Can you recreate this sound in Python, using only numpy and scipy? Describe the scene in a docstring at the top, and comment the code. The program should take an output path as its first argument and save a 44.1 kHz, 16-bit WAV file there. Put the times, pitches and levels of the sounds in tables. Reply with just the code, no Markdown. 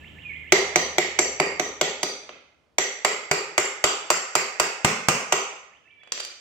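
"""Hammering a wheel seal home

A claw hammer taps a hand-held metal driver in two runs, seating a seal in the hub of a motorcycle wheel.
Shaped noise makes each crack, fading tones ring the driver and wheel, and a smeared pulse makes the knock.
The knock hardens as the seal goes home, and a bare garage answers with echoes and fading noise.
Then the driver is lifted out and clinks in the hand: short noise ticks with fading tones.
Outside, birds sing in gliding tones, and a distant engine, two tones over road noise, fades."""
import sys
import numpy as np
from scipy import signal
from scipy.fft import rfft, irfft
from scipy.io import wavfile
from scipy.ndimage import uniform_filter1d

SR = 44100
rng = np.random.default_rng(int(sys.argv[2]) if len(sys.argv) > 2 else 0)


def store_pcm(level_fs):
    """Save levels as 16-bit WAV."""
    pcm = np.round(np.clip(level_fs, -1, 1) * 32767).astype(np.int16)
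    wavfile.write(sys.argv[1], SR, np.atleast_2d(pcm).T)


N = 282284  # length of the scene in samples

# Levels in the tables are relative: each sound is scaled again when it is mixed.
# road noise that goes with the engine: (frequency [Hz], level [dB])
ROAD_SPECTRUM = [(25, -25), (60, -2), (130, -4), (260, -7.5), (600, -17.5), (1500, -23.5), (3000, -14),
                 (4500, -38.5), (6300, -38.5), (7500, -31), (9500, -53), (12500, -42), (16000, -45.5)]
# the still air: (frequency [Hz], level [dB])
AIR_SPECTRUM = [(25, -19.5), (70, -2), (200, -6), (600, -6), (2500, -22.5), (5000, -25), (16000, -46)]
# one rising bird syllable: (time from its start [s], pitch [Hz], level [dB])
SYLLABLE_POINTS = [(0, 1630, -22.5), (0.016, 1710, -5.5), (0.036, 1796, 0.5), (.041, 2180, 8.5),
                   (0.046, 2645, 2.5), (0.062, 2874, -1.5), (0.075, 3110, 4), (0.081, 3960, -4.5)]
# runs of evenly spaced syllables: (start [s], end [s], level [dB])
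CHIRP_RUNS = [(.005, .5, -51), (5.696, 6.05, -62.5)]
# slurred bird whistles: (time [s], length [s], first pitch [Hz], last pitch [Hz], level [dB])
WHISTLES = [(0.001, .036, 2650, 2640, -52), (.222, 0.051, 2950, 2510, -46),
            (0.243, 0.073, 2472, 2377, -36.5), (0.286, 0.047, 2352, 2070, -33.5),
            (0.344, 0.053, 1980, 2173, -40.5), (0.407, 0.077, 2200, 2010, -45),
            (5.845, 0.07, 2615, 2660, -60), (5.893, 0.155, 2353, 2280, -55.5),
            (5.988, 0.14, 3370, 3385, -62)]
# garage reverberation: (frequency [Hz], level [dB], time to fall 60 dB [s],
# likeness of left and right [0-1], left over right before halving and mirroring [dB])
GARAGE_BANDS = [(57.4, -27.5, 0.37, .9, 6.5), (160.3, -3, 0.53, 1, -1.5), (355, 5, 0.46, 0.96, 0.5),
                (720, -2, 0.75, 0.4, 0.5), (980, -4, 0.71, .2, 3), (1380, 1.5, 0.74, .05, 4.5),
                (2307, 0, 0.73, 0.06, -3.5), (4700, 2.5, 0.6, 0, 4), (6460, 1, 0.62, 0.1, -1),
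                (10100, -9, 0.36, 0.01, 9), (15300, -3, .35, 0.3, 5.5)]
# hammer blows: (time [s], force [dB], brightness [dB], driver's middle ring [dB], low ring [dB],
# high ring [dB], tyre thump [dB], wheel boom [dB], hub clank [dB], snap [dB])
BLOWS = [ (0.5219, 4.5, -0.5, 4.5, 1.5, -3.5, -6.5, 0, -0.5, 1),
         (0.758, .5, -1, 6, 1.5, -9.5, -7.5, 2.5, 0, -1.5),
         (0.9824, -2, 0.5, -6, -14.5, 3, -9.5, 2.5, 2, 4),
         (1.1890, -1.5, -0.5, 7.5, 2, 14, -17, 2.5, 0, -2),
         (1.3994, 0.5, -10, -25.5, 2, 1.5, -13.5, 1.5, -1.5, -7.5),
         (1.5962, -5, -2, 3, -3.5, -0.5, -21, 6.5, 1, -0.5),
         (1.812, -.5, -2.5, -1, -1, 6.5, -5.5, -1, -6, 3), (2.0303, -6.5, 2, 6.5, 12, -2, -26, 3.5, -3, 4),
         (2.2919, -25, -24, -14, -18, -16, -21.5, 4, -15, 3),
         (2.783, -3, 0.5, 6.5, 2, 10, -6, -1.5, 2.5, 1),
         (3.0476, 0.5, -3, -22, 4.5, 5, -11, -0.5, 3.5, 0.5),
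         (3.3124, 0, -2.5, -14.5, 3.5, 3.5, 0, 2.5, 3.5, -2.5),
         (3.5790, 1, -1.5, -15.5, 0, 9.5, 1.5, 2.5, 4, -0.5), (3.8399, 1.5, -2, -6.5, 4, 8, 0, 4.5, 0.5, 7),
         (4.1024, 1.5, -0.5, -17, 2.5, 9, -11, 0.5, 2.5, -2),
         (4.3525, 1.5, -1, -14, 5, 3.5, -4.5, 1.5, 2, 1),
         (4.598, 2, -0.5, -23.5, 4, 0.5, -1.5, 2, 1.5, 0.5), (4.8465, 3, -1, -9, -9, -2, 5, -0.5, 3, 3),
         (5.0846, 4, -0.5, -12.5, -9, -13.5, 4.5, -1.5, -1.5, -0.5),
         (5.323, 2.5, -4, 0, -30, 1.5, -13, 1.5, -2.5, 5)]
# how far the seal is seated: (time [s], seating [0 sliding - 1 home])
SEATING = [(.52, 0.097), (1.6, 0.13), (2.78, 0.15), (3.05, 0.61), (3.84, 0.87), (4.35, 1), (5.08, 1),
           (5.32, 0.97)]
# colour of a blow while the seal still slides: (frequency [Hz], level [dB])
SLIDING_COLOUR = [(100, -18.5), (160, -6), (250, -3), (400, 4), (750, 5), (1050, -1.5), (1400, -4),
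                  (1600, -6), (2100, 5), (2700, -6.5), (3300, -6), (4400, -9), (5200, -11.5), (6000, -6),
                  (7300, -6.5), (8100, -10.5), (8700, -32), (9900, -35.5), (12500, -20.5), (16000, -31)]
# colour of a blow once the seal is home: (frequency [Hz], level [dB])
SEATED_COLOUR = [(100, -26.5), (170, -8.5), (260, -15.5), (345, -3), (420, -1.5), (750, 2.5), (1150, 3),
                 (1450, -1), (1740, -9.5), (2000, -4.5), (2250, -6), (2850, -6), (3250, -14), (3900, -16),
                 (5600, -9.5), (7400, -6.5), (8700, -10.5), (9900, -38), (12000, -19), (16000, -31.5)]
# broad resonances each blow stirs, in the order boom, clank, snap: (frequency [Hz], width [octaves])
FORMANTS = [(300, 0.28), (2050, 0.19), (3350, 0.12)]
# tones of the driver, in low, middle and high groups plus an overtone of the low group:
# (frequency [Hz], level [dB], time to fall 60 dB [s])
DRIVER_MODES = [(4662, -10, .036), (4805, -9.5, .036), (5780, -6, .018), (5945, -1.5, .033),
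                (6015, -3, .033), (6170, -4.5, .028), (7240, -8, .025), (7345, -4.5, .04),
                (7480, -10, .025), (8790, -20, .06)]
# borders between those groups: (frequency [Hz])
DRIVER_GROUP_EDGES = [5300, 6700, 8200]
# tones of the wheel, booming spokes below and ringing rim above:
# (frequency [Hz], level [dB], time to fall 60 dB [s])
WHEEL_MODES = [(147.5, -25, 0.095), (165.4, -16.5, 0.13), (243, -18.5, 0.04), (280, -26.5, 0.041),
               (360, -7.5, 0.087), (402, -6, 0.08), (524, -20, 0.034), (616, -11, 0.06), (736, -16, 0.11),
               (1234, -12, 0.13), (1434, -9, 0.032), (1908, -19, 0.15), (1965, -12, 0.039),
               (2264, -18, 0.067), (2496, -11, 0.025), (2535, -16.5, 0.11), (2842, -21.5, 0.031)]
# clank of the hub around a seal that still slides: (frequency [Hz], level [dB], time to fall 60 dB [s])
HUB_MODES = [(2300, 0, 0.0047), (2220, 5, 0.033)]
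# the clank's returns from the roof, lower the second time: (delay [s], frequency [Hz], level [dB])
ROOF_CLANGS = [(.037, 1975, -19.5), (.063, 1901, -22.5)]
# early echoes off the floor, the ceiling and the far wall: (delay [s], gain [times])
EARLY_ECHOES = [(.0083, 0.32), (0.0148, 0.23), (0.0646, .14)]
# the loose driver head clinking on its handle:
# (time [s], level [dB], low ring [dB], high ring [dB], brightness [dB])
CLINKS = [(2.2917, -16, -20, -19, -12), (6.033, -27.5, -6, -10, -26), (6.073, -27.5, -5, -7, -24.5),
          (6.12, -8.5, 10, 13, 8), (6.1504, -31, 15, 11, -3), (6.176, -14, -6, 1, 2),
          (6.199, -19.5, 19, 9, 13), (6.2024, -13.5, 10, 8, 5), (6.2325, -36, 30, 10, 2),
          (6.249, -22, 19, 8, 17.5)]
# colour of a clink: (frequency [Hz], level [dB])
CLINK_COLOUR = [(150, -22), (600, -7), (1500, -9.5), (2700, -6), (4000, -10.5), (7400, -21), (9900, -40.5),
                (12500, -35), (16000, -40)]
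# colour of the left microphone against the right: (frequency [Hz], left over right [dB])
MICROPHONE_BALANCE = [(100, 0), (400, 1.5), (800, -0.5), (1300, -5), (2300, -5), (3200, -7), (4600, -3.5),
                      (8000, 1.5), (14000, 4.5)]

ENGINE_START_HZ, ENGINE_SAG_HZ_PER_S = 78.3, 1.7  # the distant engine's firing rate sinks steadily
ENGINE_START_DB, ENGINE_FADE_DB_PER_S = -52, 5.5  # shared level of hum and road noise; it recedes steadily
ENGINE_GONE_S, ENGINE_GONE_DB_PER_S = 1.68, 17.5  # from this moment it also drops out of earshot
CHIRP_PERIOD_S = 0.141
WHISTLE_ATTACK_S, WHISTLE_RISE_DB, WHISTLE_FADE_DB = 0.013, 19, 8  # a quick swell, then a slow fade
WHEEL_SLIDING_DB, WHEEL_HOME_DB = -9.5, -21.5  # spoke boom at first, and once the hub is stiff
WHEEL_STIFF_AT = 0.3  # share of seating at which the seal has stiffened the hub
RIM_FROM_HZ, RIM_SLIDING_DB, RIM_HOME_DB = 1000, -21.5, -17  # a home seal passes blows into the wheel
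WHEEL_RISE_S = 0.0007  # the wheel's tones swell in softly over a fraction of a millisecond
CLANG_RISE_S, CLANG_T60_S = 0.0029, 0.066
DRIVER_DB, ROOM_WANDER = -16.5, 0.5  # driver ring under a blow; how much each blow's room shares vary
HIT_SIZE, LEAD = 32768, 256  # samples in one strike, and samples kept free before its contact
TOP_HZ = 16100

T = np.arange(N) / SR
AGE = np.maximum(np.arange(HIT_SIZE) - LEAD, 0) / SR  # seconds since contact
HIT_HZ = np.fft.rfftfreq(HIT_SIZE, 1 / SR)
TREBLE = np.clip(np.log(HIT_HZ / 2500 + 1e-9) / np.log(3), 0, 1)  # the shelf that brightness lifts


def undb(db):
    """Turn decibels into gain."""
    return 10 ** (np.asarray(db) / 20)


def along(hz, table, axis=1):
    """Read a table column, spacing frequencies the way the ear spaces pitch."""
    rows = np.array(table, float)
    return np.interp(np.log(hz + 1), np.log(rows[:, 0]), rows[:, axis])


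def pan(db):
    """Left and right gains for a level difference."""
    return undb(np.array([[db], [-db]]) / 2)


def colour(x, db):
    """Filter with a gain per frequency, letting nothing sound before its cause."""
    # folding the cepstrum puts the whole response after the impulse
    cepstrum = irfft(np.log(undb(db)))
    cepstrum[1:HIT_SIZE // 2] *= 2
    cepstrum[HIT_SIZE // 2 + 1:] = 0
    return irfft(rfft(x) * np.exp(rfft(cepstrum)))


def even(x, size):
    """Spectrum of a noise with its broad random humps levelled."""
    spectrum = rfft(x)
    power = uniform_filter1d(np.abs(spectrum) ** 2, size)
    return spectrum / np.sqrt(power)


def noise(spectrum, spread):
    """Steady stereo noise: a shared middle part of unit level, plus a part opposite on each side."""
    gain = undb(along(np.fft.rfftfreq(N, 1 / SR), spectrum))
    mid, side = irfft(rfft(rng.standard_normal((2, N))) * gain, N)
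    return (mid + spread * side * np.array([[1], [-1]])) / mid.std()


def street():
    """An engine hums as two tones over road noise, sinking away and leaving still air."""
    phase = 2 * np.pi * np.cumsum(ENGINE_START_HZ - ENGINE_SAG_HZ_PER_S * T) / SR
    extra_fade_db = ENGINE_GONE_DB_PER_S * np.maximum(T - ENGINE_GONE_S, 0)
    level_db = ENGINE_START_DB - ENGINE_FADE_DB_PER_S * T - extra_fade_db
    hum = np.sin(phase) + undb(-5.5) * np.sin(2 * phase)
    road = noise(ROAD_SPECTRUM, spread=0.55)
    air = noise(AIR_SPECTRUM, spread=0.6)
    return undb(level_db) * (undb(3.0) * hum + undb(1.0) * road) + undb(-69.5) * air


def whistle(points, waver=0.005):
    """A near-pure bird note gliding through its points with a slight tremor of pitch."""
    s, hz, db = np.transpose(points)
    t = T[(T >= s[0]) & (T < s[-1])]
    tremor = np.interp(t, np.linspace(s[0], s[-1], num=16), rng.standard_normal(16))
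    pitch = np.interp(t, s, hz) * (1 + waver * tremor)
    tone = np.sqrt(2) * np.sin(2 * np.pi * np.cumsum(pitch) / SR)
    note = tone * undb(np.interp(t, s, db)) * signal.windows.tukey(len(t), 0.1)
    start = np.searchsorted(T, s[0])
    return np.pad(note, (start, N - start - len(t)))


def slur(s, length, first_hz, last_hz, db):
    """One whistle: a straight glide that swells and fades."""
    ages = np.array([0, min(WHISTLE_ATTACK_S, length / 2), length])
    hz = first_hz + (last_hz - first_hz) * ages / length
    levels_db = [db - WHISTLE_RISE_DB, db, db - WHISTLE_FADE_DB]
    return whistle(np.transpose([s + ages, hz, levels_db]))


def birds():
    """Sum the birds' gliding tones: runs of rising chirps, and slurred whistles."""
    song = np.zeros(N)
    for start, end, db in CHIRP_RUNS:
        for s in np.arange(start, end, CHIRP_PERIOD_S):
            song += whistle(np.array(SYLLABLE_POINTS) + [s, 0, db])
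    for row in WHISTLES:
        song += slur(*row)
    return song


def garage(x, count=24, size=130):
    """Many mingled echoes, made from noise, build up quickly and die away band by band."""
    t = np.arange(SR) / SR
    hz = np.fft.rfftfreq(SR, 1 / SR)
    centres = np.geomspace(GARAGE_BANDS[0][0], GARAGE_BANDS[-1][0], count)
    # level the noise under a fading weight, so no single pitch stands out
    fade = np.exp(-10 * t)
    weighted = np.pad(rng.standard_normal((2, SR)) * fade, ((0, 0), (0, SR)))
    echoes = irfft(even(weighted, size))[:, :SR] / fade
    white = rfft(echoes / echoes.std())
    response = np.zeros((2, SR))
    for centre, pick in zip(centres, np.eye(count)):
        db, t60, alike, lean_db = (along(centre, GARAGE_BANDS, axis=k) for k in range(1, 5))
        band = np.interp(np.log(hz + 1), np.log(centres), pick)
        mid, side = irfft(white * band, SR)
        pair = np.sqrt(1 + alike) * mid + np.sqrt(1 - alike) * side * np.array([[1], [-1]])
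        response += undb(db) * pan(lean_db) * pair * np.exp(-np.log(1000) * t / t60)
    response *= 1 - np.exp(-t / 0.011)
    return undb(-35) * signal.fftconvolve(x[None], response, axes=1)[:, :N]


def burst(rise_s, fall_s, size=400):
    """Crowded metal tones, made as noise dying within milliseconds, different towards each side."""
    swell = (1 - np.exp(-AGE / rise_s)) * np.exp(-AGE / fall_s)
    return irfft(even(rng.standard_normal((2, HIT_SIZE)) * swell, size)) * (AGE > 0)


def ring(modes, scatter_db, detune=0.0007, gains_db=0):
    """Fading tones with their own extra gains; level and pitch vary a little at each strike."""
    hz, db, t60 = np.array(modes, float).T[:, :, None]
    pitch_chance, level_chance = rng.standard_normal((2, len(modes), 1))
    sign = (-1) ** np.arange(len(modes))[:, None]
    tones = np.sin(2 * np.pi * hz * (1 + detune * pitch_chance) * AGE)
    waves = tones * np.exp(-np.log(1000) * AGE / t60)
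    level_db = db + np.reshape(gains_db, (-1, 1)) + scatter_db * level_chance
    return np.sum(sign * undb(level_db) * waves, axis=0)


def add(track, sound, s):
    """Mix a strike into a track at its time, its far end faded out."""
    start = int(round(s * SR)) - LEAD
    fade = np.minimum(np.linspace(2, 0, HIT_SIZE), 1) ** 2
    part = (sound * fade)[..., :N - start]
    track[..., start:start + part.shape[-1]] += part


def bending_wave(travel_s):
    """An impulse after crossing the spokes: low notes arrive later; travel_s is the delay at 1 kHz."""
    turns = HIT_HZ * LEAD / SR + 2 * travel_s * np.sqrt(HIT_HZ * 1000)
    return irfft(np.exp(-2j * np.pi * turns))


def formants(gains_db):
    """Bell-shaped lifts or dips, in dB, where broad resonances speak."""
    total_db = np.zeros(len(HIT_HZ))
    for db, (hz, width) in zip(gains_db, FORMANTS):
        octaves_away = np.log2((HIT_HZ + 1) / hz)
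        total_db += db * np.exp(-np.square(octaves_away / width) / 2)
    return total_db


def crack(seated, shape_db):
    """Steel meets the driver in a noise burst; a later one joins as the seal seats."""
    # with the seal home, the driver bottoms on the hub just after the first contact
    bottoming = np.roll(burst(rise_s=0.0015, fall_s=0.0069), int(0.002 * SR), axis=1)
    first = burst(rise_s=0.00031, fall_s=0.0034)
    contact = (1 - 0.13 * seated) * first + 0.52 * seated * bottoming
    return undb(21.5) * colour(contact, shape_db)


def knock(shape_db):
    """The blow crosses the spokes as a smeared pulse, plus a later one of chance strength."""
    # no two blows land quite square
    late = 0.29 * rng.standard_normal() * bending_wave(travel_s=0.00345)
    return undb(17.0) * colour(bending_wave(travel_s=0.00177) + late, shape_db)


def driver(low_db, middle_db, high_db):
    """The driver's ring; the grip and the point of contact decide which group of tones speaks."""
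    group = np.digitize(np.array(DRIVER_MODES)[:, 0], DRIVER_GROUP_EDGES)
    gains_db = np.array([low_db, middle_db, high_db, low_db])[group]  # the overtone follows the low group
    return ring(DRIVER_MODES, scatter_db=1.5, detune=0.003, gains_db=gains_db)


def wheel(seated, boom_db):
    """Spokes boom less and the rim rings more as the seal stiffens the hub."""
    spokes_db = np.interp(seated, [0, WHEEL_STIFF_AT], [WHEEL_SLIDING_DB, WHEEL_HOME_DB])
    rim_db = RIM_SLIDING_DB + seated * (RIM_HOME_DB - RIM_SLIDING_DB)
    gains_db = np.where(np.array(WHEEL_MODES)[:, 0] < RIM_FROM_HZ, spokes_db + boom_db, rim_db)
    swell_in = 1 - np.exp(-AGE / WHEEL_RISE_S)
    return swell_in * ring(WHEEL_MODES, scatter_db=3.5, detune=0.009, gains_db=gains_db)


def tyre():
    """Two heavily damped low tones, and a low puff of air that differs at each microphone."""
    thump = undb(-33.0) * ring([(60.5, -3.0, 0.029), (191, -4.5, 0.025)], scatter_db=9.0)
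    air = burst(rise_s=0.0024, fall_s=0.0075, size=110)
    puff = undb(13.0) * colour(air, -20 * np.log10(1 + (HIT_HZ / 90) ** 2))
    return thump, puff


def hub_clank(near, s, seated, force_db, clank_db):
    """While the seal slides, the hub mouth beams two short tones up and the roof returns clangs."""
    # force counts twice over: hard blows clank more
    level_db = 2.0 * force_db + clank_db - 17.0
    add(near, undb(level_db) * (1 - seated) * ring(HUB_MODES, scatter_db=1.5, detune=0.011), s)
    for delay, hz, db in ROOF_CLANGS:
        tone = ring([(hz, db, CLANG_T60_S)], scatter_db=0.5, detune=0.0058)
        clang = (1 - np.exp(-AGE / CLANG_RISE_S)) * tone
        add(near, undb(force_db + clank_db / 2) * (1 - seated) * clang, s + delay)


def facing(count):
    """Uneven shares of a blow sent to each wall, leaning to the first; their power sums to one."""
    shares = np.eye(count)[:, :1] + ROOM_WANDER * rng.standard_normal((count, 1))
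    return shares / np.linalg.norm(shares)


def hammer(split_hz=1400, count=4):
    """Each blow strikes driver, hub, wheel and tyre; returns the near sound and each wall's share."""
    near, sent = np.zeros((2, N)), np.zeros((count, N))
    # the wheel radiates the low notes, the small tools the high ones
    ratio = ((HIT_HZ + 1) / split_hz) ** 4
    low_db, high_db = -10 * np.log10(1 + ratio), -10 * np.log10(1 + 1 / ratio)
    for row in BLOWS:
        s, force_db, bright_db, middle_db, ping_db, chime_db, thump_db, boom_db, clank_db, snap_db = row
        seated = np.interp(s, *np.transpose(SEATING))
        shape_db = (1 - seated) * along(HIT_HZ, SLIDING_COLOUR) + seated * along(HIT_HZ, SEATED_COLOUR)
        shape_db += bright_db * TREBLE + formants([boom_db, clank_db, snap_db])
        contact = crack(seated, shape_db + high_db)
        tool = undb(DRIVER_DB) * driver(ping_db, middle_db, chime_db)
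        wheel_ring = wheel(seated, boom_db)
        thump, puff = tyre()
        low_end = undb(thump_db) * (thump + puff)
        blow = contact + knock(shape_db + low_db) + tool + wheel_ring + low_end
        add(near, undb(force_db) * blow, s)
        hub_clank(near, s, seated, force_db, clank_db)
        # the walls gather sound from all directions, so its treble gaps fill in
        spread_db = shape_db + (2.18 + 2.0 * seated) * undb(2 * high_db)
        spread = undb(16.5) * colour(bending_wave(travel_s=0.0015884), spread_db) + 0.4 * contact[0]
        radiated = spread + tool + undb(-6.0) * wheel_ring + undb(thump_db) * thump
        # hand and hammer shift, so each blow lights up the room differently
        add(sent, undb(force_db) * facing(count) * radiated, s)
    return near, sent


def crossover(x, hz):
    """Split into bass and treble, both in step."""
    bass = signal.sosfiltfilt(signal.butter(2, hz, fs=SR, output="sos"), x)
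    return bass, x - bass


def reflections(x):
    """Floor, ceiling and far wall each return the sound once, duller."""
    dull, bright = crossover(x, hz=1500)
    returned = dull + 0.13 * bright
    return sum(gain * np.pad(returned, ((0, 0), (int(delay * SR), 0)))[:, :N] for delay, gain in EARLY_ECHOES)


def clinks():
    """The shifted driver rattles in noise ticks and ringing tones; returns near and room sound."""
    near, sent = np.zeros((2, N)), np.zeros(N)
    for s, db, low_db, high_db, bright_db in CLINKS:
        shape_db = along(HIT_HZ, CLINK_COLOUR) + bright_db * TREBLE
        tick = undb(20.0) * colour(burst(rise_s=0.00052, fall_s=0.0019), shape_db)
        tone = undb(-19.5) * driver(low_db, high_db - 6.0, high_db)
        add(near, undb(db) * (tick + tone), s)
        add(sent, undb(db) * (undb(-1.1) * tick[0] + undb(-2.5) * tone), s)
    return near, sent


def scene():
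    """Close work and birds through the open door share the room; the street is added directly."""
    outside, song = street(), birds()
    blows, blows_sent = hammer()
    rattle, rattle_sent = clinks()
    left, right = blows + rattle
    near = np.array([left, np.roll(right, 2)])  # the sound reaches the left microphone first
    room = sum(garage(part) for part in blows_sent) + garage(rattle_sent + undb(-1.0) * song)
    return near + reflections(near) + room + undb(-1.5) * song * pan(db=-2.5) + outside


def record(dry):
    """The two microphones differ in colour and clip the hardest peaks; rumble and top are cut."""
    balance_db = along(np.fft.rfftfreq(N, 1 / SR), MICROPHONE_BALANCE)
    heard = irfft(rfft(dry) * undb(np.array([balance_db, -balance_db]) / 2), N)
    heard = signal.sosfilt(signal.butter(2, 38, "high", fs=SR, output="sos"), heard)
    clipped = np.clip(heard, -1, 1)
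    return signal.sosfilt(signal.ellip(8, 0.2, 70, TOP_HZ, fs=SR, output="sos"), clipped)


dry = scene()
out = record(dry)
store_pcm(out)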